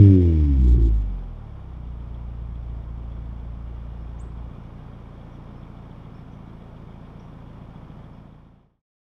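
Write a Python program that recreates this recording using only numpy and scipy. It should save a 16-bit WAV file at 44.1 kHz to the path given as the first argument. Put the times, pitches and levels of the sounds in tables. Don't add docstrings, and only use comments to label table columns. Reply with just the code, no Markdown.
import sys
import numpy as np
from scipy import signal
from scipy.fft import rfft, irfft, next_fast_len
from scipy.io import wavfile
from scipy.ndimage import map_coordinates

SR = 44100
rng = np.random.default_rng(int(sys.argv[2]) if len(sys.argv) > 2 else 0)


def wrap_up_sound(samples):
    columns = np.atleast_2d(samples).T
    tamed = np.clip(columns, -1, 1)
    steps = np.round(tamed * 32767).astype(np.int16)
    wavfile.write(sys.argv[1], SR, steps)


N = 402625

CYLINDER_STRENGTHS = [0.7, 1.1, 0.78, 0.95]
# centre in Hz, width in Hz, relative level in dB.
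SHELL_MODES = [(764, 14, 0.5), (1852, 15, 1), (2270, 130, -1.5), (2430, 29, -5.5), (2856, 24, -1),
               (3210, 140, -7.5), (3527, 67, -12.5)]
# frequency in Hz, relative level in dB.
TICK_SPECTRUM = [(1500, -15.5), (2400, -4.5), (2800, -7), (3400, -4), (3900, -17), (5500, -16.5),
                 (7000, -29.5), (12000, -32.5), (14000, -56.5)]
# centre in Hz, width in Hz, relative level in dB.
VALVE_GEAR_MODES = [(2300, 250, -8.5), (3360, 320, 1)]

CATCH_S, CATCH_TAKES_S = 1.6, .2
SETTLE_S, SETTLE_TAKES_S = 4.48, 0.056


def amp(db):
    return 10 ** (np.asarray(db) / 20)


def unit(x):
    return x / np.sqrt(np.mean(x ** 2) + 1e-20)


def along(points, hz):
    f, v = np.transpose(points)
    return np.interp(np.log(hz + 1), np.log(f + 1), v)


def curves(rows):
    s, *cols = np.transpose(rows)
    return [np.interp(np.arange(N) / SR, s, c) for c in cols]


def wobble(rate):
    knots = rng.standard_normal(int(N * rate / SR) + 4)
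    return map_coordinates(knots, [np.arange(N) * rate / SR])


def ramp(start, length):
    return np.clip((np.arange(N) / SR - start) / max(length, 1 / SR), 0, 1)


def swell(start, attack, hold, release):
    return ramp(start, attack) - ramp(start + attack + hold, release)


def filtered(x, response):
    m = 2 * next_fast_len((N + SR) // 2)
    return irfft(rfft(x, m) * response(np.fft.rfftfreq(m, 1 / SR)), m)[:N]


def causal_log_response(points, hz):
    cepstrum = irfft(np.log(amp(along(points, hz))))
    cepstrum[len(hz):] = 0
    return 2 * rfft(cepstrum)


def coloured(x, points):
    return unit(filtered(x, lambda hz: np.exp(causal_log_response(points, hz))))


def phase_of(points, hz):
    grid = np.fft.rfftfreq(SR, 1 / SR)
    return np.interp(hz, grid, causal_log_response(points, grid).imag)


def ringing(x, modes):
    def response(f):
        return sum(amp(db) * 1j * f * w / (c * c - f * f + 1j * f * w) for c, w, db in modes)
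    return unit(filtered(x, response))


def gated(turns, depth_db):
    return rng.standard_normal(N) * amp(depth_db * np.cos(2 * np.pi * turns))


def boom(firings, rate, effort_db, lag_hz=43, waver_db=1.28, rumble_db=-23, round_hz=51, sharp_hz=33):
    # frequency in Hz, relative level in dB.
    silencer = [(28, -16), (45, -5), (58, 0.5), (68, -6.5), (78, -8.5), (90, -13), (104, -4.5), (135, -10),
                (165, -13), (190, -4), (215, -17.5), (248, -7.5), (280, 3.5), (310, -2.5), (350, 1.5),
                (410, -8)]
    settle_dbs = [2.5, -9.5, -3, -1]
    stumble_dbs = [-6.5, 7, 10, -8]
    stumble_s, stumble_width_s = 0.78, 0.031
    coast_tilt_db, idle_tilt_db = -10, -2

    tilt_db = np.interp(rate, [sharp_hz, round_hz], [idle_tilt_db, coast_tilt_db])
    settled = ramp(SETTLE_S, SETTLE_TAKES_S)
    stumble = np.exp(-((np.arange(N) / SR - stumble_s) / stumble_width_s) ** 2)
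    skew = (lag_hz / rate) ** 1.86
    lines, order_dbs = 0, []
    for k, (settle_db, stumble_db) in enumerate(zip(settle_dbs, stumble_dbs), 1):
        db = effort_db + along(silencer, k * rate) + tilt_db * np.log2(k)
        db = db + settled * settle_db + stumble * stumble_db
        phase = 2 * np.pi * k * firings - skew + phase_of(silencer, k * rate)
        lines = lines - amp(db + waver_db * wobble(25)) * np.cos(phase)
        order_dbs.append(db)
    rumble = coloured(gated(firings, depth_db=0.5), [
        (15, -5), (40, -6.0), (90, -1), (180, 1.5), (330, -11.0), (600, -34.5), (1500, -72.5)])
    rumble_gain = (amp(order_dbs[0]) + amp(order_dbs[1])) * amp(rumble_db)
    return np.sqrt(2) * lines + rumble_gain * rumble


def bark(firings, rate, step_db=-5.0, burble_db=-4, uneven_db=-12, coast_db=-59, idle_db=-63,
         quiet_rough=.15, ring_db=3.5):
    # frequency in Hz, relative level in dB.
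    pipe_spectrum = [(150, -25.5), (215, -24), (250, -12), (280, 2), (345, 4), (400, -9), (460, -3),
                     (510, -16), (580, -4), (660, -15.5), (900, -27), (1500, -18)]
    # start, attack, hold and release in seconds,
    # relative level in dB, roughness 0-1.
    bark_rows = [(-.2, .45, 0.048, 0.19, -35, 0), (0.55, .13, 0.222, .02, -39.5, 0.4)]
    # centre in Hz, width in Hz, relative level in dB.
    ring_modes = [(288, 22, -2), (330, 17, 1.5)]

    def order(k):
        return -amp(along(pipe_spectrum, k * rate)) * np.cos(2 * np.pi * k * firings)

    quiet = amp(coast_db + (idle_db - coast_db) * ramp(CATCH_S, CATCH_TAKES_S))
    barks = [amp(db) * swell(*shape) for *shape, db, _ in bark_rows]
    level = quiet + sum(barks)
    rough_level = quiet_rough * quiet + sum(row[-1] * one for row, one in zip(bark_rows, barks))
    rough = rough_level / level

    lines = sum(amp(step_db * i) * order(k) for i, k in enumerate(range(5, 13)))
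    fast = np.interp(rate, [62, 78], [0, 1])
    halves = sum(order(k + .5) * (1 + .5 * wobble(8)) for k in range(1, 6))
    tones = np.sqrt(2) * (lines + fast * amp(uneven_db) * halves) * (1 + rough * wobble(90))

    burble = coloured(gated(firings, depth_db=5.5), [
        (25, -16.5), (80, -11.5), (200, 0.0), (370, 4.5), (480, -16.5), (800, -35.5), (2000, -78.5)])
    ring_drive = coloured(gated(firings, depth_db=4.5), [
        (60, -19), (250, 3), (400, 1), (600, -26), (2000, -68)])
    ring = amp(ring_db) * barks[-1] * ringing(ring_drive, ring_modes)
    return level * (tones + 2 * rough * amp(burble_db) * burble) + ring


def puffs(firings, scatter_db=-0.2, jitter_s=0.00018, breath_db=-7, lead_turns=0.197,
          round_trip_s=.0196, reflection=0.55, coast_db=-54.5, catch_db=8.0, settle_db=1.3):
    # frequency in Hz, relative level in dB.
    puff_spectrum = [(20, -39.5), (100, -23.5), (125, -3.5), (150, 9.5), (205, 2.5), (256, 0), (295, -12),
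                     (400, -21.5), (700, -32.5), (2000, -73)]
    at = np.flatnonzero(np.diff(np.floor(firings + lead_turns)))
    chance = rng.standard_normal((len(at), 2))
    size = np.resize(CYLINDER_STRENGTHS, len(at)) * amp(scatter_db * chance[:, 0])
    jittered = np.clip(at + jitter_s * SR * chance[:, 1], 0, N - 1).astype(int)
    train = np.bincount(jittered, size, N)
    train = filtered(train, lambda hz: 1 + reflection * np.exp(-2j * np.pi * hz * round_trip_s))
    turbulence = coloured(gated(firings, depth_db=2.5), [
        (20, -7.5), (45, -3.5), (100, -1.0), (200, 9), (300, -3), (450, -22.5), (900, -55)])
    level_db = coast_db + catch_db * ramp(CATCH_S, CATCH_TAKES_S)
    level_db = level_db + settle_db * ramp(SETTLE_S, SETTLE_TAKES_S)
    return amp(level_db) * (coloured(train, puff_spectrum) + amp(breath_db) * turbulence)


def rasp(firings, effort_db, rasp_db=-49.5, shell_db=-52.0, spit_db=-2, tips_db=-8, sizzle_db=-69,
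         flutter_db=1.5):
    # frequency in Hz, relative level in dB.
    rasp_spectrum = [(600, -10), (1000, 0.5), (1500, -0.5), (2300, 1.5), (2700, -1), (3500, -1.5),
                     (4000, -11.5), (5200, -6), (6500, -17), (12000, -30.5)]
    # frequency in Hz, relative level in dB.
    spit_spectrum = [(2000, -17), (3500, 15.5), (4300, 7.5), (6000, 2.5), (8200, 1), (9000, -4),
                     (13500, -14), (15000, -8.5)]
    # centre in Hz, width in Hz, relative level in dB.
    tip_modes = [(7010, 72, -1), (7190, 50, 1), (8130, 70, -6.5)]
    # start, attack, hold and release in seconds, relative level in dB.
    spit_rows = [(0.542, .15, 0.038, 0.049, -57.5), (0.798, .018, 0.061, .02, -61.5),
                 (0.912, .04, 0.017, 0.13, -67.5)]

    pipe = amp(rasp_db) * coloured(gated(firings, depth_db=3), rasp_spectrum)
    shell = amp(shell_db) * ringing(rng.standard_normal(N), SHELL_MODES)
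    gas = amp(spit_db) * coloured(gated(firings, depth_db=-2.5), spit_spectrum)
    tip_ring = amp(tips_db) * ringing(gated(firings, depth_db=21.5), tip_modes)
    sizzle = amp(effort_db + sizzle_db)
    spits = sum(amp(db) * swell(*shape) for *shape, db in spit_rows)
    sound = amp(effort_db) * (pipe + shell) + (sizzle + spits) * (gas + tip_ring)
    return amp(flutter_db * wobble(70)) * sound


def rush(firings, level_db=4.5, shell_db=-14):
    # time in seconds, relative level in dB.
    flow = [(0, -56.5), (1, -57), (2.6, -57), (5, -55), (8, -55.5)]
    # frequency in Hz, relative level in dB.
    rush_spectrum = [(180, -20), (300, 1), (450, -2), (1050, -5.5), (1300, -9.5), (1600, -16.5),
                     (2050, -21), (2300, -24), (2700, -26.5), (3500, -25.5), (4000, -39), (5500, -35.5),
                     (7000, -51.5), (11800, -51.5), (13000, -71.5)]
    air = amp(level_db) * coloured(gated(firings, depth_db=-0.9), rush_spectrum)
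    shell = amp(shell_db) * ringing(rng.standard_normal(N), SHELL_MODES)
    return amp(curves(flow)[0] + .3 * wobble(15)) * (air + shell)


def hum(firings, ratio=5.48, level_db=-52):
    return np.sqrt(2) * amp(level_db + .5 * wobble(0.96)) * np.sin(2 * np.pi * ratio * firings)


def valves(firings, tick_db=-73, tappet_db=-80, settle_db=3, tappet_scatter_db=0.2, tick_time_s=2.146):
    ticks = coloured(gated(2 * firings, depth_db=4.5) * amp(1.5 * wobble(60)), TICK_SPECTRUM)
    firings_at_tick = np.interp(tick_time_s * SR, np.arange(N), firings)
    cycle = (firings - firings_at_tick) / len(CYLINDER_STRENGTHS)
    strike = np.exp(10 * (np.cos(2 * np.pi * cycle) - 1))
    blows = coloured(strike * rng.standard_normal(N) * amp(tappet_scatter_db * wobble(7)), [
        (1200, -13.5), (2200, 7.5), (3700, 3.0), (4500, -13.5)])
    tappet_gain = amp(tappet_db + settle_db * ramp(SETTLE_S, SETTLE_TAKES_S))
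    return amp(tick_db) * ticks + tappet_gain * ringing(blows, VALVE_GEAR_MODES)


def whine(hz=797, width_hz=8, level_db=-66):
    tone = ringing(rng.standard_normal(N), [(hz, width_hz, 0)])
    return amp(level_db) * (1 - ramp(CATCH_S, CATCH_TAKES_S)) * tone


def knocks(level_db=-5, t60_s=0.054):
    # time in seconds, relative level in dB.
    knock_rows = [(1.9997, -60), (2.1456, -55), (2.4139, -59), (2.5531, -55), (3.1206, -59), (3.2594, -56),
                  (5.6296, -56), (5.7683, -59)]
    t = np.arange(N) / SR
    strikes = sum(amp(db) * (t >= s) * np.exp(-np.log(1000) * abs(t - s) / t60_s) for s, db in knock_rows)
    ring = ringing(coloured(rng.standard_normal(N), TICK_SPECTRUM), VALVE_GEAR_MODES)
    return amp(level_db) * strikes * ring


def birds(echo_t60_s=.35):
    # start in seconds, length in seconds, start Hz, end Hz, level in dB,
    # direct share 0-1.
    chip_rows = [(3.993, 0.036, 5200, 5444, -73, .3), (4.188, 0.037, 5700, 8370, -60, 0.92),
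                 (4.196, 0.029, 5820, 8680, -56, 0.96), (4.58, .03, 5200, 5400, -73, .3),
                 (5.31, .03, 5300, 5900, -71, .3), (5.54, 0.049, 5100, 5330, -73, .3),
                 (6.136, 0.03, 5130, 5450, -67, 0.3), (6.313, .015, 5440, 6200, -70, .4),
                 (7.192, 0.019, 5040, 5900, -62.5, 0.7), (8.12, .028, 5070, 5400, -69, .3)]
    song = np.zeros(N + SR)
    t = np.arange(SR // 2) / SR
    for s, length_s, start_hz, end_hz, db, direct in chip_rows:
        u = np.linspace(0, 1, int(length_s * SR))
        hz = end_hz + (start_hz - end_hz) * (1 - u) ** 2
        envelope = amp(db) * np.sqrt(abs(np.sin(np.pi * u)))
        chip = envelope * np.sin(2 * np.pi * np.cumsum(hz) / SR)
        path = rng.standard_normal(len(t)) * np.exp(-np.log(1000) * t / echo_t60_s)
        path *= np.sqrt(max(1 - direct ** 2, 0)) / np.linalg.norm(path)
        path[0] = direct
        heard = signal.fftconvolve(chip, path)
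        song[int(s * SR):][:len(heard)] += heard
    return song[:N]


def scene():
    # time in seconds, firings per second.
    speed = [(0, 103.2), (0.11, 96), (0.41, 75.6), (0.58, 65.5), (0.71, 59.4), (0.95, 53), (1.07, 48.2),
             (1.4, 37.7), (1.6, 32.9), (1.8, 29.9), (1.95, 29.1), (3.1, 28.55), (4, 28.7), (5, 28.55),
             (5.6, 28.8), (6.5, 27.86), (7, 28.15), (8, 28.2)]
    # time in seconds, relative level in dB.
    effort = [(0, -1.5), (.35, -7.5), (.72, -12), (.95, -17.5), (1.1, -21.5), (1.5, -33), (2.6, -31),
              (6.5, -37)]
    rate, effort_db = curves(speed)[0], curves(effort)[0]
    firings = np.cumsum(rate) / SR
    exhaust = boom(firings, rate, effort_db) + bark(firings, rate) + puffs(firings) + rasp(firings, effort_db)
    engine = exhaust + rush(firings) + hum(firings) + valves(firings) + whine() + knocks()
    return (engine + birds())[None]


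def record(dry, attack_s=.002, top_hz=15000):
    # time in seconds, gain.
    fade = [(8.0, 1), (8.4, .48), (8.68, .09), (8.82, 0)]
    start = np.minimum(np.arange(N) / SR / attack_s, 1)
    return filtered(dry[0] * start * curves(fade)[0], lambda hz: hz < top_hz)[None]


dry = scene()
out = record(dry)
wrap_up_sound(out)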